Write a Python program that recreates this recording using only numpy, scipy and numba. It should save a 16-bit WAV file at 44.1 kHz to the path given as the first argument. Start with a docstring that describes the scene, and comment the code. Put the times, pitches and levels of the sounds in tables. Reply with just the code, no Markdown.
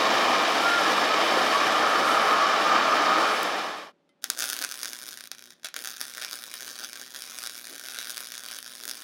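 """A gas torch plays on the end of a steel bar in a vice: noise roar and hiss with a hollow jet note.
The note locks at the rim of the bar, swells with brief whistles as the torch lifts, then all fades.
After a thin spit in the flame and a faint knock, a welding arc strikes, cracks with the mains and dies.
The electrode chatters on the steel (decaying modes) and relights the arc, which burns on in flares.
Both sound close, with delayed repeats and short reverberation over faint workshop air."""
import sys
import numpy as np
from scipy import signal
from scipy.fft import rfft, irfft, next_fast_len
from scipy.io import wavfile
from scipy.ndimage import minimum_filter1d, map_coordinates
from numba import njit

SR = 44100
rng = np.random.default_rng(int(sys.argv[2]) if len(sys.argv) > 2 else 0)


def wav_record(signal):
    """Record a signal, one row per channel, as 16-bit PCM in the file named by sys.argv[1]."""
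    frames = np.transpose(np.atleast_2d(signal))
    bounded = np.clip(frames, -1, 1)
    # unit amplitude maps onto the largest positive 16-bit level
    quanta = np.round(bounded * 32767).astype(np.int16)
    wavfile.write(sys.argv[1], SR, quanta)


N = 398223
TIME = np.arange(N) / SR

# Workshop wash. Each row: frequency in Hz, relative density in dB per Hz.
AIR_SPECTRUM = [(30, -16.5), (70, -22.5), (120, -14), (170, -0.5), (290, 1.5), (450, -2.5), (700, -7.5),
                (1500, -14.5), (3700, -21.5), (7000, -33), (14000, -47)]
AIR_DB = -70
# Faint tones of the workshop. Each row: frequency in Hz, mean level in dB.
DRONE_TONES = [(161.5, -84), (360.7, -82.5), (570.6, -79)]
# Colour of the reverberation. Each row: frequency in Hz, gain in dB.
WORKSHOP_SPECTRUM = [(60, 2), (170, 7), (290, 2), (500, 1), (900, 4.5), (1500, 3), (3500, 4), (6000, -1.5),
                     (10000, -6.5), (16000, -10)]

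# Burning eddies. Each row: frequency in Hz, relative density in dB per Hz.
ROAR_SPECTRUM = [(25, -35), (75, -42.5), (110, -23), (145, -19.5), (185, -8), (215, -7), (260, -6),
                 (330, 1.5), (385, -4.5), (430, 2), (620, 1), (900, -1), (1150, 5.5), (1500, -8.5),
                 (4000, -39)]
# Gas leaving the nozzle. Each row: frequency in Hz, relative density in dB per Hz.
HISS_SPECTRUM = [(400, -38), (1450, -12), (1720, 6), (2080, -4), (2400, 0), (2600, -4.5), (3050, -2.5),
                 (3900, -5), (4200, -9), (5200, -7), (6600, -16), (7800, -22), (11000, -72.5)]
# Thin top hiss. Each row: frequency in Hz, relative density in dB per Hz.
TOP_HISS_SPECTRUM = [(5000, -11), (8000, 8.5), (10000, 8.5), (12500, 3.5), (13500, 2.5), (16000, -23.5)]
# Top hiss over time. Each row: time in seconds, level in dB.
TOP_HISS_LEVEL = [(0.0, -49.5), (0.99, -46), (1.1, -51), (1.4, -46), (2.02, -50), (2.07, -46.5),
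                  (2.59, -51), (2.66, -50), (2.79, -53.5), (2.95, -48), (3.0, -54), (3.33, -47)]
# Resonances of nozzle and flame. Each row: frequency in Hz, width in Hz, level in dB before a band-pass.
NOZZLE_MODES = [(302, 14, -43), (575, 40, -39.8), (640, 35, -40), (790, 45, -37.8), (1135, 35, -37.5),
                (1204, 16, -39.5), (1252, 20, -37.5), (1391, 40, -41.3), (1595, 50, -43.3),
                (1768, 25, -41.3), (2220, 40, -44.3), (3045, 70, -46.3), (4550, 250, -46.3)]
# Height of the torch above the steel. Each row: time in seconds, lift from 0 to 1.
TORCH_LIFT = [(0, 0.08), (1.0, 0.16), (1.58, 0.26), (1.79, 1), (2.7, 1), (3.3, 1), (3.45, 0.35)]
# Levels with the torch close, and their change at full lift
ROAR_DB, ROAR_LIFT_DB = -25, -1.5
HISS_DB, HISS_LIFT_DB = -27.5, -1.63
JET_DB, JET_LIFT_DB = -41.5, 13.5
JET_HZ, JET_WIDTH_HZ = 1250, 200
# The jet crosses the rim of the bar
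LOCK_S, LOCK_LENGTH_S = .72, 0.2
LOCK_HZ, LOCK_WIDTH_HZ, LOCK_RISE_DB, LOCK_ROAR_DB = 1392, 45, 7, -4
# Brief jet whistles. Each row: centre in seconds, length in seconds, pitch in Hz, peak level in dB.
JET_WHISTLES = [(0.854, .05, 1255, -33), (1.13, 0.051, 1283, -26), (1.56, .04, 1130, -24),
                (1.783, .05, 1205, -26.5), (1.853, .06, 1280, -25), (2.163, .07, 1200, -31),
                (2.227, .05, 1255, -30.5), (2.36, 0.13, 1258, -35), (2.435, 0.044, 1150, -21),
                (2.607, 0.03, 1248, -28.5), (2.73, 0.11, 1207, -25.5), (3.17, .045, 1255, -27)]
# Torch reflections off the bench. Each row: delay in ms, gain.
TORCH_ECHOES = [(1.36, .17)]
FADE_START_S, FADE_END_S = 3.226, 3.923
SPIT_S, SPIT_FIZZ_DB, SPIT_DECAY_S = 3.4314, -28, 0.00092

# Electrode on steel. Each row: time in seconds, level in dB, pitch ratio, ring length ratio,
# brightness in dB per octave about 3 kHz.
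TAPS = [(4.092, -72, .935, 2.0, -6), (5.6453, -42, 1.04, 0.73, 0.5), (5.6485, -41, 1.004, 0.61, 0),
        (5.657, -42, 1.2, .7, 1), (5.669, -49, 1.1, 0.5, 0), (5.6877, -53, 1, .5, -3)]
# Ring of the work. Each row: frequency in Hz, level in dB, t60 in seconds.
STEEL_MODES = [(1430, 0, .05), (1880, -19, .1), (2200, 1.5, 0.07), (2750, -7, .08), (3300, 3, .04),
               (3440, -1, 0.039), (3837, 5, .04), (4000, -4, .03), (4800, 2, .045), (5440, 1, .045),
               (6170, 1, .04), (7000, -9, .035), (8516, -7, .04), (9800, 7, .04)]

MAINS_HZ = 60.05
# Burning stretches. Each row: start in seconds, end in seconds, initial gain in dB, sag in dB per second,
# treble tilt in dB (half of it per factor e above 3 kHz).
BURNS = [(4.216, 4.376, -48, -8, -3.5), (4.365, 5.273, -37, 18, 0.5), (5.304, 5.53, -55, -17, -2),
         (5.55, 5.63, -66.5, 12, -10), (5.626, 5.69, -51, 150, -7), (5.753, 9.1, -42.5, 0, -0.5)]
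ARC_ATTACK_S, ARC_RELEASE_S = 0.0095, 0.014
# Flares and falters. Each row: centre in seconds, length in seconds, crackle change in dB,
# treble tilt change in dB (scaled as in BURNS), plume change in dB.
FLARES = [(4.3, 0.11, -17, 7, 30), (4.457, 0.3, 8, -0.5, 0), (4.62, 0.078, -4.5, 0, 16),
          (4.89, 0.18, 9, -2.5, 5), (5.094, 0.13, 8.5, 1, 5), (5.775, 0.11, 6.5, -6, 6),
          (5.872, 0.097, -1, 6, 5), (5.965, 0.039, -6.5, 2, -3), (6.02, 0.053, 6, 3, 0),
          (6.137, 0.055, 1.5, -2, -6), (6.228, 0.1, 8, -8, -4), (6.346, 0.082, 6, 0, 0),
          (6.553, .06, 3.5, -1, -3), (6.685, 0.066, 6, -1, 3), (6.827, 0.081, 8, -7, 2.5),
          (7.01, 0.068, 5, -4, 5), (7.095, 0.088, -4.5, 0, 8), (7.168, 0.05, 5.5, -1, -2),
          (7.427, 0.13, 7, -0.5, -4), (7.58, 0.025, 3.5, 10, 2), (7.712, .06, 2, -1, 12.5),
          (7.76, 0.054, -2.5, -1, 8), (7.868, 0.076, 4.5, 0, -1), (7.987, 0.1, 9, -3.5, -2),
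          (8.1, 0.029, 6, 7, 3), (8.228, 0.089, 2.5, 2, -9), (8.354, 0.039, 6, -3, -8),
          (8.508, 0.089, 5.5, -3, -5), (8.628, 0.041, -12, 5, 4), (8.885, 0.14, -2, 5, 15)]
# Metal drops short the arc and burst. Each row: time in seconds, level in dB.
SNAPS = [(4.2419, -3.5), (4.3016, 1.5), (4.39, -7), (4.3985, -8), (4.4057, -7), (4.423, -4.5), (4.432, -7),
         (4.441, -4), (4.449, -16), (4.4574, -12), (4.465, -17), (4.4717, -19), (4.4902, -9), (4.5006, -6),
         (4.5254, -13), (4.5313, -4.5), (4.5404, -14), (4.5656, -11.5), (4.5901, -9.5), (4.615, -10.5),
         (4.619, -12), (4.6244, -7), (4.639, -9.5), (4.641, -8), (4.648, -4.5), (4.691, -14.5),
         (4.714, -11.5), (4.7226, -11.5), (4.7419, -13), (4.7825, -20), (4.7913, -15), (4.8154, -15),
         (4.8321, -5.5), (4.8471, -11), (4.8568, -8), (4.88, -15), (4.9326, -11), (4.9891, -16),
         (5.0314, -18), (5.0385, -19), (5.0815, -19), (5.0894, -15), (5.1303, -17.5), (5.1886, -23),
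         (5.2079, -16.5), (5.2393, -18.5), (5.2563, -24), (5.2735, -20.5), (5.316, -10), (5.349, -24),
         (5.393, -22.5), (5.44, -24.5), (5.4573, -26), (5.4742, -28), (5.6468, -10), (5.657, -16),
         (5.665, -17), (5.67, -14), (5.687, -18), (5.7423, -10.5), (5.7644, -6.5), (5.7905, -13),
         (5.84, -15.1), (5.8477, -13), (5.857, -12), (5.8737, -10), (5.888, -18), (5.9052, -16.5),
         (5.9138, -18), (6.0065, -13.5), (6.0137, -4.5), (6.031, -18), (6.0533, -16), (6.0815, -17),
         (6.1382, -18), (6.1496, -14.5), (6.1725, -13), (6.1809, -11.5), (6.2228, -8.5), (6.2317, -13),
         (6.2383, -14), (6.248, -6.5), (6.2975, -18), (6.3121, -14), (6.3233, -16), (6.331, -9.5),
         (6.3401, -13), (6.4226, -18), (6.4392, -15), (6.5151, -17.5), (6.54, -12), (6.6074, -13.5),
         (6.623, -15), (6.6307, -16), (6.647, -17), (6.7897, -15), (6.7968, -15), (6.8066, -17),
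         (6.8392, -15), (6.8466, -10.5), (6.9315, -13.5), (6.9568, -16), (6.9735, -18), (7.0146, -15.5),
         (7.147, -14.5), (7.1621, -14), (7.2217, -13), (7.239, -17), (7.2984, -19), (7.3873, -11),
         (7.4307, -15), (7.4382, -11), (7.463, -10.5), (7.4724, -9.5), (7.4965, -13.5), (7.6711, -16.5),
         (7.7551, -18), (7.7965, -15), (7.8467, -20), (7.8614, -19), (7.871, -18), (7.8861, -14),
         (7.9218, -16), (7.9462, -14.2), (7.9707, -17), (7.9878, -6), (8.0032, -15), (8.0137, -13),
         (8.0228, -16), (8.0287, -14.3), (8.046, -14), (8.0555, -15), (8.072, -13), (8.0965, -13.5),
         (8.1047, -12.5), (8.1211, -18), (8.145, -19), (8.1712, -10.5), (8.1794, -8.5), (8.2056, -13.5),
         (8.2718, -16.5), (8.3208, -13), (8.3401, -16), (8.346, -18), (8.3795, -14), (8.4368, -17),
         (8.4624, -14.5), (8.4865, -15), (8.513, -14), (8.5197, -15), (8.5378, -16), (8.5467, -15.5),
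         (8.5876, -15), (8.6282, -17), (8.663, -16.5), (8.837, -16), (8.8542, -14), (8.879, -11.5),
         (8.889, -14), (8.8956, -10.5), (8.913, -10)]
# Pressure pulse of one spark. Each row: frequency in Hz, relative level in dB.
SPARK_SPECTRUM = [(30, -29), (100, -32.5), (250, -10), (500, -7.5), (780, -3.5), (900, -12), (1020, -2.5),
                  (1160, -2), (1380, 3), (1780, 3), (2080, -2.5), (2600, 0), (2900, -3.5), (3400, 2.5),
                  (3950, 3), (4200, -2), (4500, 3), (5300, 4), (6100, 3.5), (6800, 2), (7400, -3),
                  (8300, -2), (9700, 1), (12200, -4.5), (16000, -7)]
# Notch of the flux cup at the rod's tip; wander is a share of the pitch
CUP_HZ, CUP_WIDTH_HZ, CUP_DEPTH, CUP_GROWTH_S, CUP_WANDER = 7440, 1180, .6, .5, .025
# Faint delayed repeats of the arc's crackle. Each row: mean delay in ms, gain.
ARC_REPEATS = [(.56, .16), (1.33, .2), (1.76, .13), (7.2, .04), (16.6, .07)]
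# Hot gas around the arc. Each row: frequency in Hz, relative density in dB per Hz.
PLUME_SPECTRUM = [(25, -40.5), (100, -34), (170, -17), (280, 7), (420, 2), (750, 0), (950, -9.5),
                  (2500, -11.5)]
PLUME_DB = -22  # against the arc's gain
# Welder hum under load. Each row: multiple of the mains frequency, mean level in dB.
HUM_LINES = [(2, -81.5), (4, -70.5), (6, -79)]
TOP_HZ = 16000


def undb(db):
    """Decibels to gain."""
    return 10 ** (np.asarray(db) / 20)


def unit(x):
    """Scale to rms 1."""
    return x / np.sqrt(np.mean(x ** 2))


def curves(table):
    """The columns of a time table, one value a sample."""
    s, *columns = np.transpose(table)
    return [np.interp(TIME, s, c) for c in columns]


def gains(points, size):
    """Gain of a (Hz, dB) spectrum at each bin of a transform."""
    hz, db = np.transpose(points)
    bin_hz = np.arange(size // 2 + 1) * SR / size
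    return undb(np.interp(np.log(bin_hz + 1), np.log(hz), db))


def colour(x, points):
    """Filter by a (Hz, dB) spectrum."""
    size = next_fast_len(len(x), True)
    return irfft(rfft(x, size) * gains(points, size), size)[:len(x)]


def butter(x, order, hz, kind):
    """Causal Butterworth filter."""
    return signal.sosfilt(signal.butter(order, hz, kind, fs=SR, output="sos"), x)


def pulse_shape(points, size=1024):
    """Minimum-phase pulse with this spectrum, peak 1: energy as early as causality allows."""
    cepstrum = irfft(np.log(gains(points, size)))
    cepstrum[1:size // 2] *= 2
    cepstrum[size // 2 + 1:] = 0
    pulse = irfft(np.exp(rfft(cepstrum)))
    return pulse / np.abs(pulse).max()


def noise():
    """White noise."""
    return rng.standard_normal(N)


def walk(rate_hz):
    """Random drift, spread near 1: lines between normal draws at this rate."""
    return np.interp(TIME * rate_hz, np.arange(N), noise())


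def swell(s, length_s):
    """Smooth rise and fall about s, peak 1, with this length at half height."""
    return np.exp2(-np.minimum((2 * (TIME - s) / length_s) ** 2, 20))


def impulses(times_s, sizes):
    """A train of single-sample kicks."""
    index = np.clip(np.round(times_s * SR).astype(int), 0, N)
    return np.bincount(index, sizes, N + 1)[:N]


def convolve(x, response):
    """Pass a sound through an impulse response."""
    return signal.oaconvolve(x, response)[:N]


@njit
def resonate(x, hz, width_hz):
    """State-variable band-pass whose centre and width may move."""
    y, band, low = np.empty(len(x)), 0., 0.
    for i in range(len(x)):
        g, k = np.tan(np.pi * hz[i] / SR), width_hz[i] / hz[i]
        v = (band + g * (x[i] - low)) / (1 + g * (g + k))
        band, low, y[i] = 2 * v - band, low + 2 * g * v, k * v
    return y


def workshop(echoes, wet_db, early_db, t60_s=0.47, early_t60_s=0.0061, gap_s=0.0022):
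    """Response of the place: direct sound, any listed echoes, scatter off the vice, the room's tail."""
    t = TIME[:SR // 2]
    tail = colour(rng.standard_normal(len(t)), WORKSHOP_SPECTRUM) * undb(-60 * t / t60_s) * (t > gap_s)
    scatter = rng.standard_normal(len(t)) * undb(-60 * t / early_t60_s) * np.minimum(t / gap_s, 1)
    response = undb(wet_db) * tail / np.linalg.norm(tail)
    response += undb(early_db) * scatter / np.linalg.norm(scatter)
    response[0] += 1
    for ms, gain in echoes:
        response[int(ms * SR / 1000)] += gain
    return response


def air():
    """The quiet workshop: a low noise wash with faint, wavering tones."""
    tones = 0
    for hz, db in DRONE_TONES:
        phase = 2 * np.pi * hz * TIME + .5 * walk(10)
        tones = tones + np.sqrt(2) * undb(db + 2 * walk(8)) * np.sin(phase)
    return unit(colour(noise(), AIR_SPECTRUM)) * undb(AIR_DB + .8 * walk(6)) + tones


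def torch():
    """Burning eddies roar, gas hisses from the nozzle, and the jet sings where it meets the steel."""
    lift, = curves(TORCH_LIFT)
    lock = swell(LOCK_S, LOCK_LENGTH_S)
    lock_roar_db = LOCK_ROAR_DB * lock ** 2
    flame = flame_noise(lift, lock_roar_db) + nozzle_rings(lock_roar_db)
    jet = jet_note(lift, lock) + edge_tone(lift) + rim_whistle() + whistles()
    place = workshop(TORCH_ECHOES, wet_db=-15, early_db=-26)
    fade = np.clip((FADE_END_S - TIME) / (FADE_END_S - FADE_START_S), 0, 1)
    return convolve(flame + jet, place / np.linalg.norm(place)) * fade


def flame_noise(lift, lock_roar_db):
    """Turbulent noise in three bands, all swayed by the same eddies."""
    top_db, = curves(TOP_HISS_LEVEL)
    eddies = walk(70)
    roar_db = ROAR_DB + ROAR_LIFT_DB * lift + lock_roar_db + 1.37 * eddies + 0.85 * walk(17)
    hiss_db = HISS_DB + HISS_LIFT_DB * lift + .5 * eddies + 1.2 * walk(400)
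    top_db = top_db + .5 * eddies + 1.3 * walk(40)
    roar = unit(colour(noise(), ROAR_SPECTRUM)) * undb(roar_db)
    hiss = unit(colour(noise(), HISS_SPECTRUM)) * undb(hiss_db)
    return roar + hiss + unit(colour(noise(), TOP_HISS_SPECTRUM)) * undb(top_db)


def nozzle_rings(lock_roar_db):
    """Noise excites narrow resonances of nozzle and flame."""
    rings = 0
    for hz, width_hz, db in NOZZLE_MODES:
        ring = resonate(noise(), np.full(N, float(hz)), np.full(N, float(width_hz)))
        rings = rings + undb(db) * unit(ring)
    return butter(rings, 3, [230, 5800], "band") * undb(lock_roar_db)


def jet_note(lift, lock):
    """Resonant noise of the jet on the steel; as it locks at the rim it climbs, narrows and grows."""
    hz = JET_HZ + (LOCK_HZ - JET_HZ) * lock ** 2
    width_hz = JET_WIDTH_HZ * (LOCK_WIDTH_HZ / JET_WIDTH_HZ) ** lock
    level_db = JET_DB + JET_LIFT_DB * lift + LOCK_RISE_DB * lock + 1.9 * walk(25)
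    wandering_hz = hz * (1 + width_hz / 8000 * walk(22))
    # dividing by the root of the width keeps the power steady as it narrows
    note = resonate(noise() / np.sqrt(width_hz), wandering_hz, width_hz)
    return unit(resonate(note, hz, np.full(N, 500.))) * undb(level_db)


def edge_tone(lift, tone_db=-33.5, waver=.036, waver_db=2.5):
    """A wavering tone through the jet note, its amplitude proportional to lift."""
    phase = 2 * np.pi * np.cumsum(JET_HZ * (1 + waver * walk(50))) / SR
    return np.sqrt(2) * np.sin(phase) * lift * undb(tone_db + waver_db * walk(25))


def rim_whistle(tone_db=-26.5, top_hz=1400, length_s=.21, waver=.006, waver_db=1.5):
    """As the jet crosses the rim of the bar, one whistle glides up and back down."""
    near = swell(LOCK_S, length_s)
    hz = (JET_HZ + (top_hz - JET_HZ) * np.sin(np.pi / 2 * near)) * (1 + waver * walk(60))
    tone = np.sqrt(2) * np.sin(2 * np.pi * np.cumsum(hz) / SR)
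    return tone * near * undb(tone_db + waver_db * walk(40))


def whistles(waver_db=0.5, waver_samples=0.0052):
    """Now and then the jet settles briefly into a near-pure note, its timing slightly wobbling."""
    tones = 0
    for s, length_s, hz, db in JET_WHISTLES:
        tones = tones + undb(db) * swell(s, length_s) * np.sin(2 * np.pi * hz * TIME)
    wobble = np.cumsum(waver_samples * walk(67))
    wobbled = np.interp(np.arange(N) + wobble, np.arange(N), tones)
    return np.sqrt(2) * wobbled * undb(waver_db * walk(56))


def spit(tick_db=-8.0):
    """One sharp, thin tick in the flame, with a tiny decaying fizz after it."""
    fizz = noise() * np.exp(-np.abs(TIME - SPIT_S) / SPIT_DECAY_S) * (TIME > SPIT_S)
    tick = impulses(np.array([SPIT_S]), undb([tick_db]))
    return butter(tick + undb(SPIT_FIZZ_DB) * fizz, 2, 4500, "high")


def welding(burning, treble_db, roam_ms=0.053, count=4):
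    """The arc roams along the seam: delayed repeats shift and the scatter off the vice keeps changing."""
    source = taps() + arc(burning, treble_db)
    repeats = 0
    for ms, gain in ARC_REPEATS:
        delay_s = (ms + roam_ms * walk(6)) / 1000
        repeats = repeats + gain * map_coordinates(source, [(TIME - delay_s) * SR], order=3)
    # crossfade at random between several responses of the place
    places = [workshop([], wet_db=-9.2, early_db=-11, t60_s=0.2) for _ in range(count)]
    spots = np.array([convolve(source, place) for place in places])
    nearness = np.exp(2 * np.array([walk(12) for _ in range(count)]))
    return repeats + np.sum(nearness * spots, axis=0) / nearness.sum(axis=0)


def taps(scrape_db=6, scrape_t60_s=0.031):
    """The electrode touches the steel: a noise scrape and decaying modes, which depend on the contact."""
    t, out = TIME[:SR // 2], 0
    for s, level_db, pitch, length, bright_db in TAPS:
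        ring = 0
        for hz, db, t60_s in STEEL_MODES:
            mode_db = db + bright_db * np.log2(hz / 3000) - 60 * t / (t60_s * length)
            ring = ring + undb(mode_db) * np.cos(2 * np.pi * hz * pitch * t)
        scrape = rng.standard_normal(len(t)) * undb(scrape_db - 60 * t / scrape_t60_s)
        out = out + convolve(impulses(np.array([s]), undb([level_db])), ring + scrape)
    return butter(out, 2, [600, 9000], "band")


def arc_state(unrest_db=-0.1, treble_unrest_db=0.0):
    """Burns catch, sag or grow, and go out, with flares: arc gain, treble tilt (dB), plume rise (dB)."""
    burning, treble_db = 0, treble_unrest_db * walk(60)
    for start_s, end_s, db, sag_db_per_s, tilt_db in BURNS:
        attack = (TIME - start_s) / ARC_ATTACK_S
        release = 1 + (end_s - TIME) / ARC_RELEASE_S
        gate = np.clip(np.minimum(attack, release), 0, 1)
        burnt_s = np.clip(TIME - start_s, 0, end_s - start_s)
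        burning = burning + gate * undb(db - sag_db_per_s * burnt_s)
        treble_db = treble_db + gate * tilt_db
    flares = np.array(FLARES)
    swells = np.array([swell(s, length_s) for s, length_s in flares[:, :2]])
    rise_db, flare_treble_db, puff_db = flares[:, 2:].T @ swells
    return burning * undb(rise_db + unrest_db * walk(24)), treble_db + flare_treble_db, puff_db


def arc(burning, treble_db, crest=.35, jitter=.125, sputter_db=-2, crack_db=18, scatter_db=6,
        ceiling_db=-20, split_db=-14, count=13000):
    """Current peaks twice a mains cycle: each peak cracks, with sputter and sizzle around it."""
    half_cycles = np.arange(int(2 * MAINS_HZ * N / SR))
    crack_jitter, crack_size, cycle_size, split_gap, split_size = rng.standard_normal((5, len(half_cycles)))
    snap_s, snap_db = np.transpose(SNAPS)
    snaps = impulses(snap_s, undb(snap_db))
    # a bursting drop displaces ordinary cracks within a half-cycle window
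    free = minimum_filter1d(1. * (snaps == 0), int(SR / MAINS_HZ / 2))
    crack_s = (half_cycles + crest + jitter * crack_jitter) / (2 * MAINS_HZ)
    size_db = crack_db + scatter_db * crack_size
    # each crack has a second part, about a millisecond before or after
    split = impulses(crack_s + .0012 * split_gap, undb(size_db + split_db + scatter_db * split_size))
    cracks = impulses(crack_s, undb(size_db)) + split
    cracks = np.minimum(burning * cracks, undb(ceiling_db)) * free
    # small sparks crowd round each crack, stronger in some half cycles
    cycle = rng.integers(0, len(half_cycles), count)
    spark_jitter, spark_size = rng.standard_normal((2, count))
    sputter_s = crack_s[cycle] + .0005 + .0014 * spark_jitter
    spark_db = sputter_db + 7 * np.minimum(spark_size, 2) + 3.5 * np.minimum(cycle_size, 1.5)[cycle]
    sputter = impulses(sputter_s, undb(spark_db))
    current = np.cos(np.pi * (2 * MAINS_HZ * TIME - crest)) ** 2
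    sizzle = noise() * current * undb(-7.5 + 0.47 * walk(65))
    kicks = snaps + cracks + burning * (sputter + sizzle)
    return shimmer(flux_cup(convolve(kicks, pulse_shape(SPARK_SPECTRUM))), treble_db)


def flux_cup(x):
    """The rod burns back inside its coating; the growing cup hollows out a wandering treble band."""
    depth = CUP_DEPTH * np.clip((TIME - BURNS[1][0]) / CUP_GROWTH_S, 0, 1) ** .5
    notch_hz = CUP_HZ * (1 + CUP_WANDER * walk(7.9))
    return x - depth * resonate(x, notch_hz, np.full(N, float(CUP_WIDTH_HZ)))


def shimmer(x, treble_db, depth_db=2.5, rate_hz=70, count=13):
    """Each band's level wanders alone; the treble tilts by the amounts set for each burn and flare."""
    centres_hz = np.geomspace(700, 14000, count)
    spectrum = rfft(x, next_fast_len(N + N % 2, True))
    log_bins = np.log(np.linspace(1, SR / 2, len(spectrum)))
    out = 0
    for hz, select in zip(centres_hz, np.eye(count)):
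        band = irfft(spectrum * np.interp(log_bins, np.log(centres_hz), select))[:N]
        tilt = np.clip(np.log(hz / 3000) / 2.0, 0, 1)
        out = out + band * undb(depth_db * walk(rate_hz) + treble_db * tilt)
    return out


def plume(burning, puff_db, flutter_db=1.0):
    """Hot gas and smoke flutter above the arc as filtered noise, and swell or dip by the flares' amounts."""
    level_db = PLUME_DB + puff_db + flutter_db * walk(38)
    return unit(colour(noise(), PLUME_SPECTRUM)) * burning * undb(level_db)


def hum(burning, load_db=-55, waver_db=.5):
    """The welder hums at mains harmonics while the arc draws current."""
    load = np.minimum(burning / undb(load_db), 1)
    lines = 0
    for k, db in HUM_LINES:
        lines = lines + undb(db + waver_db * walk(10)) * np.sin(2 * np.pi * k * MAINS_HZ * TIME)
    return load * np.sqrt(2) * lines


def scene():
    """Torch, then welding, over the faint air of the workshop."""
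    burning, treble_db, puff_db = arc_state()
    weld = welding(burning, treble_db) + plume(burning, puff_db) + hum(burning)
    return (air() + torch() + spit() + weld)[None]


def record(dry):
    """The microphone rounds loud peaks above the bass; the recorder thins deep bass and cuts the very top."""
    squashed = butter(dry - np.tanh(dry), 2, 500, "high")
    thinned = butter(dry - squashed, 2, 60, "high")
    return signal.sosfiltfilt(signal.ellip(8, .1, 60, TOP_HZ, fs=SR, output="sos"), thinned)


dry = scene()
out = record(dry)
wav_record(out)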